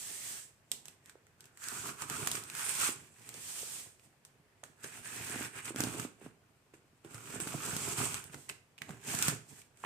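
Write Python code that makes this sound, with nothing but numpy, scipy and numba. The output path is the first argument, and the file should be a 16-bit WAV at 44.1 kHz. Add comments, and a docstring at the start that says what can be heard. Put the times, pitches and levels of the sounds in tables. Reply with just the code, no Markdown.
"""Scratchy strokes and sharp snaps over a hollow drumming: a hand cutter slits a cardboard box's tape.
The box stands on a cloth-covered table. Blade, hands and sliding box rub out a hiss, the taut tape zips,
the flaps rasp and the box drums along. Snapping tape fibres tick in the flaps; soft knocks ring the box.
Two small microphone ports hear it from above, in a quiet room."""
import sys
import numpy as np
from scipy import signal
from scipy.fft import rfft, irfft
from scipy.io import wavfile
from numba import njit

SR = 44100
rng = np.random.default_rng(int(sys.argv[2]) if len(sys.argv) > 2 else 0)


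def file_out(sig):
    """Save sig as 16-bit WAV at sys.argv[1]."""
    # one column per channel
    cols = np.atleast_2d(sig).T
    # limit, then scale
    lim = np.clip(cols, -1, 1)
    pcm = np.round(lim * 32767).astype(np.int16)
    wavfile.write(sys.argv[1], SR, pcm)


N = 434385

# Colour of the still air: freq_hz, level_db
AIR_COLOUR = [(15, -30), (25, 1), (44, -12.5), (89, 0.5), (127, 2), (195, -7.5), (249, -11), (503, -10.5),
              (2610, -17), (3720, -23.5), (7920, -23), (14400, -29), (16000, -34)]
# How alike the two ports sound: freq_hz, likeness (1 the same, 0 or less unrelated)
PORT_LIKENESS = [(60, 0.92), (130, 0.91), (290, 0.88), (640, 0.63), (1410, 0.18), (3100, 0.077),
                 (6820, -0.077), (15000, -0.76)]
# Left port over right port: freq_hz, balance_db
PORT_BALANCE = [(60, -2), (200, 1.5), (700, -0.5), (1290, -1.5), (2380, 1.5), (4400, 8.5), (6200, 4),
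                (8200, -3), (10500, -1.5), (15000, 4)]
# Resonances of the hollow box: pitch_hz, width_hz, level_db
BOX_MODES = [(79, 33, -9), (111, 22.4, 2.5), (155, 32.6, 0.5), (209.4, 58, -2.5), (260, 59, -2),
             (337.5, 24.3, -2.5), (388.4, 50, -3.5), (465, 88, -8), (663, 165, -12), (1027, 250, -16)]
# Resonances of the flaps: pitch_hz, width_hz, level_db
FLAP_MODES = [(780, 270, 0.5), (1060, 490, 2.5), (1490, 430, -0.5), (1830, 1000, -6.5), (2480, 610, 8),
              (3300, 2400, -10.5)]
# Colour of the rubbing hiss and of the cracks: freq_hz, level_db
HISS_COLOUR = [(1470, -18), (2500, -13), (3310, -8.5), (3770, -11), (5230, -8.5), (6060, -6), (8270, -2),
               (9890, -10), (14800, -13), (15500, -28), (16000, -10.5)]
# Knocks on the box panels: start_s, level_db, pitch_hz
BOX_KNOCKS = [(1.155, -42, 472), (1.8, -45, 91.5), (1.995, -45, 1070), (2.098, -43, 1020),
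              (2.236, -44, 167), (2.347, -36.5, 375), (2.418, -44, 234), (2.89, -26.5, 286),
              (3.346, -44, 436), (3.631, -37.5, 483), (4.398, -54, 150), (4.634, -36.5, 705),
              (4.845, -37.5, 405), (5.36, -28, 264), (5.409, -28.5, 267), (5.706, -31, 326),
              (5.746, -32, 263), (5.761, -27.5, 265), (5.804, -21.5, 257), (5.837, -24, 247),
              (5.871, -25.5, 255), (5.946, -33, 330), (5.996, -31, 177), (6.05, -26.5, 260),
              (6.215, -40.5, 380), (6.263, -32, 262), (6.738, -43.5, 375), (6.843, -59, 328),
              (6.932, -54, 250), (7.048, -37.5, 325), (7.147, -38, 114), (7.341, -34.5, 238),
              (7.4, -32.5, 320), (7.47, -29.5, 234), (7.548, -33, 142), (7.732, -29, 134),
              (7.765, -29, 182), (7.983, -36, 125), (8.142, -36.5, 114), (8.299, -43, 160),
              (8.342, -40, 384), (8.486, -51, 915), (8.816, -43.5, 153), (8.895, -50, 199),
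              (8.903, -37.5, 160), (9.091, -46, 121), (9.283, -20.5, 154), (9.486, -54.5, 148),
              (9.839, -20.5, 956)]
# Tape and fibre snaps: start_s, crack_db, tick_db (relative to the crack), flap_pitch_hz
TAPE_SNAPS = [(0.7167, -21.5, -12.5, 4290), (0.856, -38.5, -24, 4460), (0.883, -40, -4.5, 2440),
              (1.0593, -48, -16, 1730), (1.096, -43.5, -5, 1780), (1.268, -56, -4, 1500),
              (1.407, -43.5, -12, 3630), (1.442, -51, -4, 2400), (1.456, -48, -11, 2400),
              (1.5733, -44.5, -4, 1470), (1.6406, -35, -27, 1470), (1.6856, -29, -38, 1480),
              (1.997, -45, -21, 1630), (2.0207, -31.5, -1.5, 1230), (2.0992, -28.5, -8, 1390),
              (2.2733, -19, -12.5, 1040), (2.3154, -21.5, -21, 3370), (2.332, -40, -20, 3400),
              (2.3532, -28, -4, 1270), (2.4376, -37, -15, 1520), (2.4999, -35, -6, 2670),
              (2.551, -32.5, -8, 1370), (3.291, -34, -18, 1610), (3.3418, -35.5, -32, 1290),
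              (3.996, -54.5, -5, 2500), (4.2506, -41.5, -15, 1150), (4.6377, -37.5, -3, 1260),
              (4.843, -38, 5.5, 1410), (5.554, -51, 7, 1550), (5.6562, -33.5, -25, 1550),
              (5.761, -31, -6, 1530), (5.8053, -20.5, -13, 1370), (5.8376, -24.5, -25, 2280),
              (5.998, -29.5, -6, 1340), (7.0477, -51, -3, 2150), (7.145, -36, -8.5, 1590),
              (7.18, -46, -9, 2150), (7.402, -28.5, -6, 1540), (7.4734, -34, -1, 1390),
              (7.663, -30, -24, 1110), (7.766, -24, -23, 1210), (8.098, -49, -7, 991),
              (8.1435, -26, -17, 990), (8.241, -38, -25, 1670), (8.3442, -36, -3.5, 1250),
              (8.4916, -35, -1, 2880), (8.497, -36, 4, 2070), (8.7798, -51.5, 4, 2600),
              (8.786, -50.5, 5, 2550), (8.8185, -38.5, 9, 2080), (8.8926, -47.5, 7, 950),
              (8.907, -43.5, 1, 1500), (9.0473, -51, -12, 1510), (9.151, -27, -15, 1870),
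              (9.189, -26, -19, 3510), (9.2253, -16, -27, 4370), (9.2828, -17, -8.5, 1600),
              (9.617, -46, -7, 2510), (9.773, -53, -4, 2500)]
# Zip of the taut tape and hollow of the flap gap: time_s, zip_hz, hollow_hz, hollow_db (relative to rasp)
SLIT_TONES = [(0, 8450, 1800, -1.5), (1.55, 7600, 1510, 2.5), (1.92, 7800, 1230, 2),
              (2.4, 8300, 1220, -3.5), (2.58, 9200, 1410, -1.5), (2.9, 7900, 1350, -5),
              (3.3, 8400, 1710, -7), (4.8, 8290, 1630, 2), (5.05, 9030, 1530, -3), (5.45, 8430, 1750, -1),
              (5.8, 8100, 1470, -4.5), (7.75, 7730, 1355, -2), (8.15, 8100, 1220, -7.5),
              (8.5, 8240, 2070, 0), (9.1, 7100, 1530, -7.5), (9.85, 7900, 1520, -0.5)]
# Strokes of blade, hands and sliding box, with rasp and drum relative to the hiss:
# start_s, length_s, hiss_start_db, hiss_end_db, rasp_db, drum_start_db, drum_end_db
RUB_STROKES = [(0, 0.39, -43, -43, -16, -20, -20.5), (.72, 0.067, -63, -65.5, -17, -1, 4.5),
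               (0.863, 0.069, -64, -71.5, -5, -1, 3), (1.057, 0.03, -70, -65.5, -3, -5, -8),
               (1.4, 0.1, -72, -81, 1, 0, -10), (1.635, 0.26, -45.5, -42.5, -8.5, -18, -3),
               (2.0, 0.022, -47.5, -41.5, -4.7, -12, -1.5), (2.105, .27, -45, -42, -6, -2.5, -4.5),
               (2.4, 0.17, -55, -52, -3.5, 0.1, -7), (2.577, .14, -40, -35, -7, -20, -20),
               (2.749, 0.13, -35.5, -31, -6.5, -15.5, -21), (2.967, 0.11, -64.5, -62, -4.5, 10, -7),
               (3.123, 0.27, -65, -50.5, -4.5, -0.5, -4.5), (3.419, 0.38, -43.5, -41.5, -14.5, -24, -16),
               (3.99, 0.064, -72.5, -65, -12, -5, -8), (4.645, 0.08, -61, -75, -8, 3.5, -1),
               (4.802, .03, -64, -61, -3.5, 5, -7), (4.84, .04, -45.5, -55, -7, 1, 0),
               (4.886, .11, -52, -50.5, -2.5, -9, -2.5), (5.053, 0.19, -47.5, -43, -5, -9.5, -5),
               (5.268, 0.19, -46.5, -43.5, -2.5, -3.5, -4), (5.564, 0.025, -49.5, -45, 3, 3.5, -7),
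               (5.666, 0.023, -46.5, -43.5, 0.5, 2, -2), (5.786, .17, -41, -47.5, -3, 3, 4),
               (5.982, 0.066, -45, -49, -3, 7, -6), (6.216, .05, -68.5, -57.5, 1.5, 13.5, 10),
               (6.741, 0.013, -60, -68, -0.5, 0, -4), (7.052, 0.052, -60, -72.5, 0, 13.5, 7),
               (7.105, 0.264, -58.5, -46, -2.6, 4, -2.5), (7.408, 0.037, -44, -52.5, -2.5, 0, -3),
               (7.475, 0.058, -46, -44.5, -5.5, 2, -2), (7.554, 0.375, -44.5, -39, -7.5, -3, -4),
               (7.982, 0.2, -33, -44.5, -4.5, -1, -9.5), (8.176, 0.14, -56, -65.5, 0, -1, 5),
               (8.33, 0.0081, -51.5, -53, -4, 3, 7), (8.38, 0.074, -57, -59, -13, 1, -6),
               (8.493, 0.041, -53.5, -75, 1.5, 2, 15), (8.821, 0.045, -62, -67, -2, 14.5, -1),
               (8.892, 0.12, -56.5, -68.5, 1.5, 14.5, 5), (9.087, .21, -38, -36, -5.5, -2.5, -9),
               (9.315, 0.11, -57.5, -67.5, -7, 18, 3), (9.494, 0.11, -57.5, -58, -10, -1.5, -12),
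               (9.777, 0.075, -71, -55.5, -5, -2, -2), (9.857, 0.018, -44.5, -50.5, 19, 26.5, 15)]

AIR_DB = -70
ROOM_T60_S, ROOM_DB, WALL_CUT_HZ = 0.37, -13, 7000
RUMBLE_CUT_HZ, TOP_CUT_HZ, FINGER_CUT_HZ = 42, 16000, 1230
SPOT_OCTAVES = 0.23   # a blow reaches the modes this near to the pitch of the struck spot
SPIKE_DB, SPIKE_T60_S, SNAP_T60_S, RUSTLE_T60_S = 1.5, 0.002, 0.018, 0.2
REST_HISS_DB, REST_RASP_DB, REST_DRUM_DB = -87, -81, -71   # hands resting on the box between strokes
ATTACK_DB_PER_S, JERK_SHARPNESS = 346, 3.5   # a fading stroke starts with a jerk, so its attack is faster
SLIDE_RELEASE_DB_PER_S, BITE_RELEASE_DB_PER_S = 192, 447   # a slide eases off, a biting blade stops short
WAVER_DB = 1.5   # the hand never presses evenly
ZIP_SLIDE_DB, ZIP_BITE_DB = -9.5, -3   # relative to the hiss
ZIP_WIDTH_HZ, HOLLOW_WIDTH_HZ = 2160, 690
FLAP_LOW_HZ, FLAP_HIGH_HZ = 540, 4380   # the flaps radiate little outside this band


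def from_db(db):
    """Decibels to gain."""
    return 10 ** (np.asarray(db) / 20)


def rms_one(x):
    """Scaled to rms 1."""
    return x / np.sqrt(np.mean(x ** 2) + 1e-20)


def over_hz(points):
    """A table of (freq_hz, value) read on every bin of the spectrum."""
    hz, value = np.transpose(points)
    return np.interp(np.log(np.arange(N // 2 + 1) * SR / N + 1), np.log(hz), value)


def over_time(rows):
    """Rows of (time_s, values...) as one automation curve per value."""
    time_s, *columns = np.transpose(rows)
    return [np.interp(np.arange(N) / SR, time_s, column) for column in columns]


def wander(per_s):
    """A random drift that heads for a new value per_s times a second."""
    steps = rng.standard_normal(int(N / SR * per_s) + 2)
    return np.interp(np.arange(N) / SR * per_s, np.arange(len(steps)), steps)


def coloured(x, points):
    """EQ from a table of (freq_hz, level_db); white noise keeps its rms."""
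    return irfft(rfft(x) * rms_one(from_db(over_hz(points))), N)


def port_noise():
    """White noise at both ports, centred in the bass, wide in the treble."""
    mid, side = rfft(rng.standard_normal((2, N)))
    alike = np.clip(over_hz(PORT_LIKENESS), 0, 1)
    return irfft(np.sqrt(1 + alike) * mid + np.sqrt(1 - alike) * side * [[1], [-1]], N) / np.sqrt(2)


def still_air():
    """Room tone: a faint, bass-heavy noise bed."""
    return from_db(AIR_DB) * coloured(port_noise(), AIR_COLOUR)


def room_reverb(x):
    """The walls return a short diffuse tail, duller than the source."""
    t = np.arange(SR) / SR
    tail = port_noise()[:, :SR] * from_db(-60 * t / ROOM_T60_S) * (t > .006)   # 6 ms pre-delay
    tail = signal.lfilter(*signal.butter(1, WALL_CUT_HZ, fs=SR), tail)
    tail = tail / np.sqrt(np.sum(tail ** 2, axis=1, keepdims=True))
    return from_db(ROOM_DB) * signal.fftconvolve(x, tail, axes=1)[:, :N]


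def ring(x, hz, width_hz):
    """One resonance; a unit click sets it ringing at height 1."""
    r = np.exp(-np.pi * width_hz / SR)
    return signal.lfilter([.5, 0, -.5], [1, -2 * r * np.cos(2 * np.pi * hz / SR), r * r], x + 1e-18)


def cardboard(x, modes):
    """Cardboard rings in parallel resonances of alternating sign; white noise keeps about its rms."""
    power = sum(from_db(2 * level_db) * width_hz for _, width_hz, level_db in modes)
    rings = sum((-1) ** k * from_db(level_db) * width_hz * ring(x, hz, width_hz)
                for k, (hz, width_hz, level_db) in enumerate(modes))
    return rings * np.sqrt(4 * np.pi / SR / power)


def mode_shares(modes, spot_hz):
    """Share of a blow that each mode gets: most goes to those near the pitch of the spot it hits."""
    octaves_away = np.log2(np.transpose(modes)[0] / spot_hz[:, None])
    reach = np.exp(-(octaves_away / SPOT_OCTAVES) ** 2) + 1e-9
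    reach = reach * from_db(rng.normal(0, 2.4, reach.shape))
    return reach / reach.sum(axis=1, keepdims=True)


def box_knocks():
    """Dull thumps: soft contacts set the box modes ringing, with no treble in the blow."""
    start_s, level_db, pitch_hz = np.transpose(BOX_KNOCKS)
    clicks = np.zeros((len(BOX_MODES), N))
    clicks[:, np.round(start_s * SR).astype(int)] = from_db(level_db) * mode_shares(BOX_MODES, pitch_hz).T
    rings = sum(ring(blows, hz, width_hz) for blows, (hz, width_hz, _) in zip(clicks, BOX_MODES))
    return signal.lfilter(*signal.butter(2, FINGER_CUT_HZ, fs=SR), 0.7 * rings)


def tape_snaps():
    """A fibre breaks with a spike, a noisy burst and a rustle; the same burst ticks in the flaps."""
    t = np.arange(4096) / SR
    noise = port_noise()
    cracks = np.zeros(N + len(t))
    ticks = np.zeros((len(FLAP_MODES), N + len(t)))
    flap_shares = mode_shares(FLAP_MODES, spot_hz=np.transpose(TAPE_SNAPS)[3])
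    for (start_s, crack_db, tick_db, _), shares in zip(TAPE_SNAPS, flap_shares):
        span = slice(round(start_s * SR), round(start_s * SR) + len(t))
        spike = from_db(crack_db + SPIKE_DB - 60 * t / SPIKE_T60_S)
        burst = from_db(crack_db - 60 * t / SNAP_T60_S)
        rustle = from_db(crack_db - 60 * t / RUSTLE_T60_S)
        cracks[span] += spike + 0.26 * burst + 0.099 * rustle
        ticks[:, span] += np.outer(shares * from_db(tick_db), burst)
    flaps = sum(cardboard(0.77 * tick[:N] * noise, [mode]) for tick, mode in zip(ticks, FLAP_MODES))
    return coloured(cracks[:N] * noise, HISS_COLOUR) + flaps


@njit
def gliding_ring(x, cos_w, r):
    """A resonance whose centre moves sample by sample."""
    y = np.zeros_like(x)
    for i in range(2, x.shape[1]):
        for c in range(2):
            y[c, i] = x[c, i] - x[c, i - 2] + 2 * r * cos_w[i] * y[c, i - 1] - r * r * y[c, i - 2]
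    return y


def whistle(hz, width_hz):
    """A breathy pitch: noise twice through a moving resonance; rms 1."""
    cos_w, r = np.cos(2 * np.pi * hz / SR), np.exp(-np.pi * width_hz / SR)
    return rms_one(gliding_ring(gliding_ring(port_noise(), cos_w, r), cos_w, r))


def grit(per_s, spread_db, t60_s, share):
    """The grain of friction, as a gain: a steady part plus small random catches that die away."""
    sizes = from_db(spread_db * np.minimum(rng.exponential(1, N), 4))
    clicks = sizes * (rng.random(N) < per_s / SR)
    catches = rms_one(signal.lfilter([1], [1, -from_db(-60 / (t60_s * SR))], clicks + 1e-18))
    return (1 + share * catches) / np.sqrt(1 + share + share ** 2)


def blade_bite(rasp_db):
    """0 for a smooth slide on cloth, 1 for a blade that shakes the flaps and catches."""
    return np.clip(1 + rasp_db / 14, 0, 1)


def stroke_envelopes():
    """Strokes attack, swell or fade, and release. 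Gives hiss in dB, and rasp and drum relative to it."""
    t = np.arange(0, N + 32, 32) / SR
    power = from_db([[REST_HISS_DB], [REST_RASP_DB], [REST_DRUM_DB]]) ** 2 * np.ones(len(t))
    for start_s, length_s, hiss_start_db, hiss_end_db, rasp_db, drum_start_db, drum_end_db in RUB_STROKES:
        progress = np.clip((t - start_s) / length_s, 0, 1)
        attack = ATTACK_DB_PER_S + JERK_SHARPNESS * max(hiss_start_db - hiss_end_db, 0) / length_s
        release = np.interp(blade_bite(rasp_db), [0, 1], [SLIDE_RELEASE_DB_PER_S, BITE_RELEASE_DB_PER_S])
        edge_db = attack * np.maximum(start_s - t, 0) + release * np.maximum(t - start_s - length_s, 0)
        hiss_db = hiss_start_db + (hiss_end_db - hiss_start_db) * progress - edge_db
        drum_db = drum_start_db + (drum_end_db - drum_start_db) * progress
        power += from_db([hiss_db, hiss_db + rasp_db, hiss_db + drum_db]) ** 2
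    hiss_db, rasp_db, drum_db = 10 * np.log10(power)
    return over_time(np.transpose([t, hiss_db, rasp_db - hiss_db, drum_db - hiss_db]))


def rubbing():
    """Friction drives three layers: hiss with the tape's zip, rasping flaps and the drumming box."""
    hiss_db, rasp_db, drum_db = stroke_envelopes()
    hiss_db = hiss_db + WAVER_DB * wander(per_s=22)
    zip_hz, hollow_hz, hollow_db = over_time(SLIT_TONES)
    bite = blade_bite(rasp_db)
    fine = grit(per_s=500, spread_db=4, t60_s=0.006, share=0.5 * bite)
    rough = grit(per_s=300, spread_db=2.8, t60_s=0.012, share=0.75 * bite)
    coarse = grit(per_s=45, spread_db=5, t60_s=0.018, share=0.61)

    hiss = coloured(port_noise(), HISS_COLOUR)
    zip_db = ZIP_SLIDE_DB + (ZIP_BITE_DB - ZIP_SLIDE_DB) * bite + 4.5 * wander(per_s=40)
    tape_zip = from_db(zip_db) * whistle(zip_hz + 250 * wander(per_s=11), ZIP_WIDTH_HZ)
    scratch = fine * rms_one(hiss + tape_zip)

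    flaps = cardboard(port_noise(), FLAP_MODES)
    hollow_db = hollow_db + 2.2 * wander(per_s=16)
    hollow = from_db(hollow_db) * whistle(hollow_hz + 120 * wander(per_s=15), HOLLOW_WIDTH_HZ)
    flap_band = signal.butter(2, [FLAP_LOW_HZ, FLAP_HIGH_HZ], "band", fs=SR, output="sos")
    rasp = from_db(rasp_db) * rough * rms_one(signal.sosfilt(flap_band, flaps + hollow))

    drum = cardboard(from_db(hiss_db + drum_db) * coarse * port_noise(), BOX_MODES)
    return from_db(hiss_db) * (scratch + rasp) + drum


def scene():
    """The box, panned a little to the right, with its reverb over the still air."""
    box = (rubbing() + box_knocks() + tape_snaps()) * from_db([[-2.2], [2.2]])
    return box + room_reverb(box) + still_air()


def record(dry):
    """Each port has its own colour; rumble and the very top are cut."""
    tilt_db = np.outer([.5, -.5], over_hz(PORT_BALANCE))
    heard = irfft(rfft(dry) * from_db(tilt_db), N)
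    heard = signal.sosfilt(signal.butter(2, RUMBLE_CUT_HZ, "high", fs=SR, output="sos"), heard)
    return signal.sosfilt(signal.cheby2(14, 60, TOP_CUT_HZ, fs=SR, output="sos"), heard)


dry = scene()
out = record(dry)
file_out(out)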